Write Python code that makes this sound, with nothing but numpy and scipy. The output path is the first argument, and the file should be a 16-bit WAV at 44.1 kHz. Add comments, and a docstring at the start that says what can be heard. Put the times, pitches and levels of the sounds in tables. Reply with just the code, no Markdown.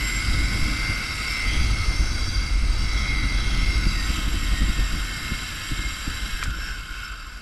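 """A high metallic whine and hissing roll over rumbling wind: a rider runs down a zipline, the trolley just overhead.
Cable strands tick under the sheaves as a tone with sidebands; rolling noise rings the modes of the metal frame.
The pitch sinks as the ride slows, until the trolley knocks into the brake block and drags it along, surging.
Shaped noise makes the wind at the microphone, eddies thump on it, and its rush dies away with the speed."""
import sys
import numpy as np
from scipy import signal
from scipy.fft import rfft, irfft, next_fast_len
from scipy.io import wavfile
from scipy.ndimage import uniform_filter1d

SR = 44100
rng = np.random.default_rng(int(sys.argv[2]) if len(sys.argv) > 2 else 0)


def dump_mix(stems):
    """Bounce the given channels to the path in sys.argv[1] as a 16-bit WAV at rate SR."""
    frames = np.atleast_2d(stems).T  # one column per channel
    limited = np.clip(frames, -1, 1)  # hard clip at full scale
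    pcm = np.round(limited * 32767).astype(np.int16)
    wavfile.write(sys.argv[1], SR, pcm)


N = 326781
TIME = np.arange(N) / SR
FREQ = np.maximum(np.fft.rfftfreq(next_fast_len(N, True), 1 / SR), 1)


def undb(db):
    """Decibels to gain."""
    return 10 ** (np.asarray(db) / 20)


def unit(x):
    """Scale to rms 1."""
    return x / np.sqrt(np.mean(x ** 2))


def curves(table):
    """Columns of a table, interpolated to one value per sample."""
    time_s, *columns = np.transpose(table)
    return [np.interp(TIME, time_s, column) for column in columns]


def shape(x, gain):
    """Filter by a gain per frequency bin."""
    size = next_fast_len(N, True)
    return irfft(rfft(x, size) * gain, size)[:N]


def noise(gain):
    """Gaussian noise of rms 1 with a gain per frequency bin."""
    return unit(shape(rng.standard_normal(N), gain))


def colour(points):
    """Gain per frequency bin from (hz, db) points, linear in log frequency."""
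    hz, db = np.transpose(points)
    return undb(np.interp(np.log(FREQ), np.log(hz), db))


def resonance(at_hz, centre_hz, width_hz):
    """Gain of a steep-sided resonance: 1 at its centre, 1/2 at the edges of its width."""
    detune = (at_hz ** 2 - centre_hz ** 2) / (at_hz * width_hz)
    return 1 / (1 + detune ** 2)


def walk(rate_hz):
    """Random curve of rms 1 with rate_hz new values a second."""
    return unit(np.interp(TIME * rate_hz, np.arange(4096), rng.standard_normal(4096)))


def levelled(x, window):
    """Even out the running rms over a window in samples."""
    return x / np.sqrt(uniform_filter1d(x ** 2, size=window) + 1e-6)


# ride speed as whine pitch, before bounce and brake: time_s, pitch_hz
GLIDE = [(0.0, 2167), (0.3, 2143), (0.37, 2104), (0.47, 2169), (0.68, 2157), (1.0, 2207), (1.24, 2151),
         (2.19, 2195), (2.56, 2129), (2.97, 2219), (3.19, 2103), (3.48, 2137), (3.9, 2130), (4.0, 2040),
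         (4.14, 2088), (4.23, 2056), (4.4, 2068), (4.89, 2019), (5.71, 1891), (6.43, 1800)]
CRUISE_HZ = 2150  # pitch at full speed
BOUNCE_HZ, BOUNCE_PERIOD_S, BOUNCE_CREST_S, BOUNCE_LASTS_S = 22, .527, .31, 3
BRAKE_S, BRAKE_HZ_PER_S = 6.43, 380
SURGE_HZ, SURGE_PERIOD_S, SURGE_DECAY_S = 200.2, .335, 0.508


def ride():
    """Speed as pitch in Hz: glide, dying bounce on the cable, steady braking with elastic surge."""
    glide_hz, = curves(GLIDE)
    bounce = np.cos(2 * np.pi * (TIME - BOUNCE_CREST_S) / BOUNCE_PERIOD_S)
    bounce = bounce * np.exp(-(TIME / BOUNCE_LASTS_S) ** 4)
    braking_s = np.maximum(TIME - BRAKE_S, 0)
    surge = np.sin(2 * np.pi * braking_s / SURGE_PERIOD_S) * np.exp(-braking_s / SURGE_DECAY_S)
    return glide_hz + BOUNCE_HZ * bounce - BRAKE_HZ_PER_S * braking_s - SURGE_HZ * surge


# airstream as the rider turns in and out of it: time_s, rumble_db, flutter_db (before FLUTTER_TRIM_DB)
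AIRSTREAM = [(0, -26.5, -34.5), (.2, -28, -36), (.33, -20, -31), (.65, -25, -31), (1.05, -34.5, -37.5),
             (1.39, -31.5, -39), (1.53, -20, -33), (2.25, -24, -35.5), (2.65, -18.5, -37.5),
             (3.1, -24, -34.5), (3.7, -20, -31.5), (4.12, -25.5, -36.5), (4.97, -24, -39), (5.12, -33, -39),
             (5.95, -40.5, -43.5), (6.12, -30.5, -41), (6.5, -27.5, -43), (6.8, -33.5, -47),
             (7.41, -38.5, -52.5)]
# wind spectra, relative: freq_hz, gain_db
RUMBLE_SPECTRUM = [(10, -10), (22, -5), (35, -2.5), (46, 5), (58, -4.5), (75, -11), (95, -12), (130, -26),
                   (220, -63), (1000, -110)]
FLUTTER_SPECTRUM = [(60, -11), (105, 1.5), (150, -1.5), (230, -5), (325, -6), (390, -23.5), (600, -24.5),
                    (1500, -36), (5000, -100)]
RUSH_SPECTRUM = [(150, -6.5), (330, 3), (450, 1), (560, -1), (700, 0.5), (950, -0.5), (1500, 2.5),
                 (2500, -10), (6000, -18), (15000, -49)]
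FLUTTER_TRIM_DB = -1
# rush: level at full speed, growth per doubling of speed, share of flutter swings followed
RUSH_DB, RUSH_DB_PER_OCTAVE, RUSH_FOLLOWS = -42.5, 18, 0.14
# small eddies, the upper rumble: lower edge, offset on flutter level, share of flutter level followed
EDDY_CORNER_HZ, EDDY_DB, EDDY_FOLLOWS = 62, 10.5, .7


def wind(pitch_hz, gust_db=1.0, swell_db=-0.5):
    """Turbulence at the microphone: deep rumble, gusty flutter above it, smooth rush growing with speed."""
    rumble_db, flutter_db = curves(AIRSTREAM)
    octaves = np.log2(pitch_hz / CRUISE_HZ)
    flutter_swing_db = flutter_db - np.median(flutter_db)
    rush_db = RUSH_DB + RUSH_DB_PER_OCTAVE * octaves + RUSH_FOLLOWS * flutter_swing_db
    # steady airstream: successive eddies of similar strength
    rumble = levelled(noise(colour(RUMBLE_SPECTRUM)), 6000)
    deep = shape(rumble, 1 / (1 + (FREQ / EDDY_CORNER_HZ) ** 8))
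    eddies = (rumble - deep) * undb(EDDY_FOLLOWS * (flutter_db + EDDY_DB - rumble_db))
    gusts = undb(gust_db * walk(45) + swell_db * walk(14))
    flutter = unit(noise(colour(FLUTTER_SPECTRUM)) * gusts)
    rush = unit(noise(colour(RUSH_SPECTRUM)) * undb(1.3 * walk(40)))
    return (deep + eddies) * undb(rumble_db) + flutter * undb(flutter_db + FLUTTER_TRIM_DB) + rush * undb(rush_db)


# eddies reaching the microphone; thump and swell lag start_s: start_s, thump_db, swell_db
EDDY_HITS = [(0.564, -36, -37), (.62, -31, -21), (.889, -23, -23.5), (1.593, -23.5, -19), (1.71, -22, -30),
             (1.994, -26, -22), (2.63, -35, -24.5), (3.11, -25, -28), (3.234, -32, -27), (3.315, -33, -33),
             (3.623, -23, -33), (3.859, -19, -33), (4.095, -18, -44), (4.177, -21.5, -34),
             (4.271, -19, -44), (4.34, -26, -20), (4.43, -32, -25), (4.52, -32, -23), (4.61, -20, -19.5),
             (4.679, -33, -19), (4.783, -19, -21), (4.938, -27, -22), (5.311, -22, -30), (5.712, -22, -29),
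             (5.783, -27, -31), (5.836, -45, -25), (5.916, -27, -37), (6.071, -23.5, -31), (6.47, -42, -24)]


def buffets(push_s=0.0018, thump_lag_s=0.0098, swell_s=0.031, swell_lag_s=0.016, wake_db=-13):
    """Each large eddy pushes then sucks at the microphone, leaving brief flutter and a swell of rumble."""
    flutter = noise(colour(FLUTTER_SPECTRUM))
    rumble = noise(colour(RUMBLE_SPECTRUM))
    wake = levelled(rumble, 3000) + undb(wake_db) * flutter
    out = 0
    for start_s, thump_db, swell_db in EDDY_HITS:
        age = (TIME - start_s - thump_lag_s) / push_s
        push_pull = -2 * age / (1 + age ** 2) ** 1.03
        brief_flutter = 0.3 * flutter / (1 + (age / 4) ** 2)
        swell = np.exp(-((TIME - start_s - swell_lag_s) / swell_s) ** 2)
        out = out + undb(thump_db) * (push_pull + brief_flutter) + undb(swell_db) * wake * swell
    return out


def tug(start_s=6.587, level_db=-38, decay_s=0.0059):
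    """The harness pulls taut as the brake takes hold: a dull, decaying noise burst."""
    fade = (TIME >= start_s) * np.exp(-np.abs(TIME - start_s) / decay_s)
    return noise(resonance(FREQ, 420, 350)) * fade * undb(level_db)


# moments when one narrow band swells: bright opening hiss, modes ringing up, whine sidebands crossing a mode:
# peak_s, centre_hz, width_hz, half_length_s, level_db
MODE_SWELLS = [(.07, 11600, 250, 0.096, -49), (.12, 7440, 110, 0.093, -35.5),
               (0.362, 5000, 450, 0.44, -39.5), (.45, 9830, 500, 0.77, -50), (1.34, 5320, 140, 0.1, -36.5),
               (1.537, 3200, 330, .08, -37), (1.55, 2420, 200, .08, -44), (2.348, 4720, 90, 0.17, -38),
               (2.82, 2850, 150, 0.078, -45), (3.2, 3920, 110, 0.34, -42), (3.519, 3300, 400, 0.23, -40),
               (5.31, 2138, 35, 0.16, -39), (5.86, 2130, 35, 0.09, -35), (6.66, 5370, 260, 0.1, -42),
               (7.057, 5290, 200, 0.026, -44)]


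def mode_swells():
    """Narrow noise bands that swell and fade, short or long."""
    out = 0
    for peak_s, centre_hz, width_hz, half_length_s, level_db in MODE_SWELLS:
        swell = np.exp(-((TIME - peak_s) / half_length_s) ** 2)
        out = out + noise(resonance(FREQ, centre_hz, width_hz)) * undb(level_db) * swell
    return out


# trolley and cable modes: centre_hz, width_hz, level_db (relative), swung_change_db, pressed_change_db
FRAME_MODES = [(1064.5, 87, -13, -6.5, -3), (1285, 165, -8, -0.5, -5.5), (1470, 340, -3.5, -6.5, 4),
               (2162, 265, -7, -1.5, 0.5), (2682, 530, -4.5, -6.5, -0.2), (3114, 370, -2.5, -27.5, -4.5),
               (3296, 360, -14, 4.5, -8), (3738, 340, -8.5, -11.5, -2.5), (3930, 240, -9, -2.4, -5),
               (4304, 490, -16.5, 2.5, 2), (4732, 240, -9, 1.5, 1), (5060, 420, -12, -4.5, 0.5),
               (5404, 133, -12.5, 1.5, 2.5), (5590, 150, -12, -7, -6), (6050, 910, -18, 6, 2.5),
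               (6830, 410, -20, -7, 1), (7382, 195, -7.5, -16.5, -2), (7950, 350, -15, -8, -1.5),
               (8510, 230, -18, -4, -0.5), (9564, 810, -20, 0, -0.5), (10110, 310, -23, -9, -13),
               (10400, 240, -27.5, 0.5, 5), (11230, 1300, -19, -8.5, 3.5), (11600, 160, -19.5, -22, 3.5),
               (11972.0, 798.0, -34.5, -15, -2), (12760, 1017.0, -24.5, -9, -2),
               (14340, 1138.0, -32, -5.5, 3)]
# contacts with the brake block: start_s, level_db, decay_s, top_hz (highest the contact excites)
BRAKE_CONTACTS = [(6.4275, -22.5, .005, 2600), (6.436, -26, .007, 12000), (6.456, -32, .006, 2600),
                  (6.468, -43, .02, 14000), (6.505, -35, .005, 11000)]


def knocks(crack_db=-7):
    """Trolley hits brake block, each contact with its own brightness: dull and loud, bright crack, faint rattle."""
    body = 0
    for centre_hz, width_hz, level_db, _, _ in FRAME_MODES[1:]:  # block damps the lowest mode
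        body = body + undb(level_db) * resonance(FREQ, centre_hz, 2 * width_hz) / np.sqrt(width_hz)
    body = unit(body)
    crack = unit(resonance(FREQ, 7500, 9000)) * undb(crack_db)
    out = 0
    for start_s, level_db, decay_s, top_hz in BRAKE_CONTACTS:
        fade = (TIME >= start_s) * np.exp(-np.abs(TIME - start_s) / decay_s)
        contact = 1 / (1 + (FREQ / top_hz) ** 4)
        out = out + undb(level_db) * fade * noise((body + crack) * contact)
    return out


# trolley hang: time_s, swung_sideways_0_to_1, pressed_0_to_1 (by a strap pull or the brake block)
TROLLEY_POSE = [(0, 0.19, 0.4), (.7, 0.5, 0.2), (.9, 0.6, 0.7), (1.3, 0.42, 0.2), (1.55, 1, 0),
                (3.55, 0.95, 0.23), (3.85, 0.86, 0.3), (4.15, 0.17, 0), (6.44, 0.08, 0), (6.5, 0, 0.67),
                (7.41, 0.08, 0.83)]
# rider's weight on the sheaves: time_s, extra_rolling_db
SHEAVE_LOAD = [(0, -0.5), (1, 1), (1.9, 0.1), (2.5, -2), (4.15, 1.5), (4.3, -1), (6.3, 0.7), (6.5, -2),
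               (7.08, -1), (7.41, -3.5)]
# level at full speed, growth per doubling of speed
ROLL_DB, ROLL_DB_PER_OCTAVE = -34, 17.5
# spectral tilt, dB per octave of frequency: at full speed, added per doubling of speed, added when pressed
TILT_DB, TILT_DB_PER_OCTAVE, PRESSED_TILT_DB = 1, 1, -2.2


def rolling(pitch_hz, grain_db=0.71):
    """Rough cable rubs the sheaves and rings the frame; speed brightens it, pose picks the modes."""
    load_db, = curves(SHEAVE_LOAD)
    swung, pressed = curves(TROLLEY_POSE)
    octaves = np.log2(pitch_hz / CRUISE_HZ)
    roll_db = ROLL_DB + ROLL_DB_PER_OCTAVE * octaves + load_db
    tilt_db = TILT_DB + TILT_DB_PER_OCTAVE * octaves + PRESSED_TILT_DB * pressed
    out = 0
    for centre_hz, width_hz, level_db, swung_db, pressed_db in FRAME_MODES:
        sway_db = (.7 + swung) * walk(5)
        pose_db = swung * swung_db + pressed * pressed_db
        mode_db = level_db + pose_db + tilt_db * np.log2(centre_hz / 3800) + sway_db
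        skirt = resonance(FREQ, centre_hz, width_hz)
        core = .7 * resonance(FREQ, centre_hz, width_hz / 5)
        out = out + noise(skirt + core) * undb(mode_db)
    return out * undb(roll_db + grain_db * walk(260))


# reflection off the rider's arm and shoulder: time_s, extra_delay_ms, strength_0_to_1
ARM_PATH = [(0, 0.72, 0.2), (.7, 0.51, 0.03), (1.3, 0.896, 0.2), (1.6, 0.45, 0), (2, 0.71, 0),
            (2.3, 0.54, 0.2), (2.7, 0.6, 0.17), (3, 0.55, 0.2), (3.4, 0.74, 0), (3.8, 0.76, 0.53),
            (4.2, 0.84, 0)]


def off_the_arm(x):
    """A short, moving reflection above about 3 kHz combs the treble as the rider swings."""
    delay_ms, strength = curves(ARM_PATH)
    oversampled = signal.resample_poly(x, 4, 1)  # for smooth fractional delays
    late = np.interp(TIME - delay_ms * 1e-3, np.arange(len(oversampled)) / (4 * SR), oversampled)
    return x + strength * shape(late, 1 / (1 + (3000 / FREQ) ** 6))


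# singing band, rises with speed until it settles on the frame's mode near 2.15 kHz: pitch_hz, centre_hz
SINGING_BAND = [(1450, 1320), (1600, 1430), (1830, 1630), (2000, 1790), (2072, 1930), (2100, 2100),
                (2210, 2150)]
# cable song strength: time_s, level_db (before SONG_TRIM_DB)
SINGING_LEVEL = [(0, -32.5), (.24, -31), (.42, -34.5), (.97, -30.5), (1.16, -34.5), (1.42, -29.5),
                 (1.9, -39.5), (2.65, -44), (2.98, -33.5), (3.2, -35.5), (3.8, -34), (4.02, -42),
                 (5.3, -41), (6.25, -41.5), (6.42, -34.5), (6.48, -38), (6.55, -34.5), (6.9, -45),
                 (7.05, -38), (7.14, -45), (7.41, -54)]
SONG_TRIM_DB = -1


def whine(pitch_hz, strands_per_turn=21.4, ring_db=-48, scrape_db=-9):
    """Strands tick under the sheave; each turn repeats the pattern, so the whine splits into sidebands."""
    centre_hz = np.interp(pitch_hz, *np.transpose(SINGING_BAND))
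    width_hz = np.interp(centre_hz, [1450, 1700, 2100], [180, 340, 220])
    level_db, = curves(SINGING_LEVEL)
    _, pressed = curves(TROLLEY_POSE)
    pitch_hz = pitch_hz * (1 + .0015 * walk(45))
    song, power, ring = 0, 0, 0
    for side in np.arange(-6, 5):
        side_hz = pitch_hz * (1 + side / strands_per_turn)
        # upper sidebands are the least steady
        waver_hz = (4 + 9 * max(side + .5, 0)) * walk(70)
        cycles = np.cumsum(side_hz + waver_hz) / SR + rng.random()
        line = np.sin(2 * np.pi * cycles) * undb(3 * walk(10))
        weight = resonance(side_hz, centre_hz, width_hz)
        song = song + weight * line
        power = power + weight ** 2
        # sidebands swell as they slide through the frame's mode near 2.14 kHz
        ring = ring + resonance(side_hz, 2140, 100) * line
    # pressed, the lines smear into a hoarse tone as the sheave skids
    phase = 2 * np.pi * np.cumsum(centre_hz) / SR
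    scrape = unit(walk(190) * np.sin(phase) + walk(190) * np.cos(phase))
    clean = unit(song / np.sqrt(power))
    tone = clean * (1 - pressed / 4) + scrape * (undb(scrape_db) + pressed / 4)
    return tone * undb(level_db + SONG_TRIM_DB) + unit(ring) * undb(ring_db) * (1 - pressed)


def scene():
    """Sum of wind and trolley in one channel; speed drives whine, rolling and rush."""
    pitch_hz = ride()
    air = wind(pitch_hz) + buffets()
    contacts = tug() + mode_swells() + knocks()
    trolley = off_the_arm(rolling(pitch_hz)) + whine(pitch_hz)
    return (air + contacts + trolley)[None]


TOP_HZ = 15200


def record(dry):
    """The camera cuts the top: steep elliptic low-pass at TOP_HZ."""
    return signal.sosfilt(signal.ellip(10, .2, 80, TOP_HZ, fs=SR, output="sos"), dry)


dry = scene()
out = record(dry)
dump_mix(out)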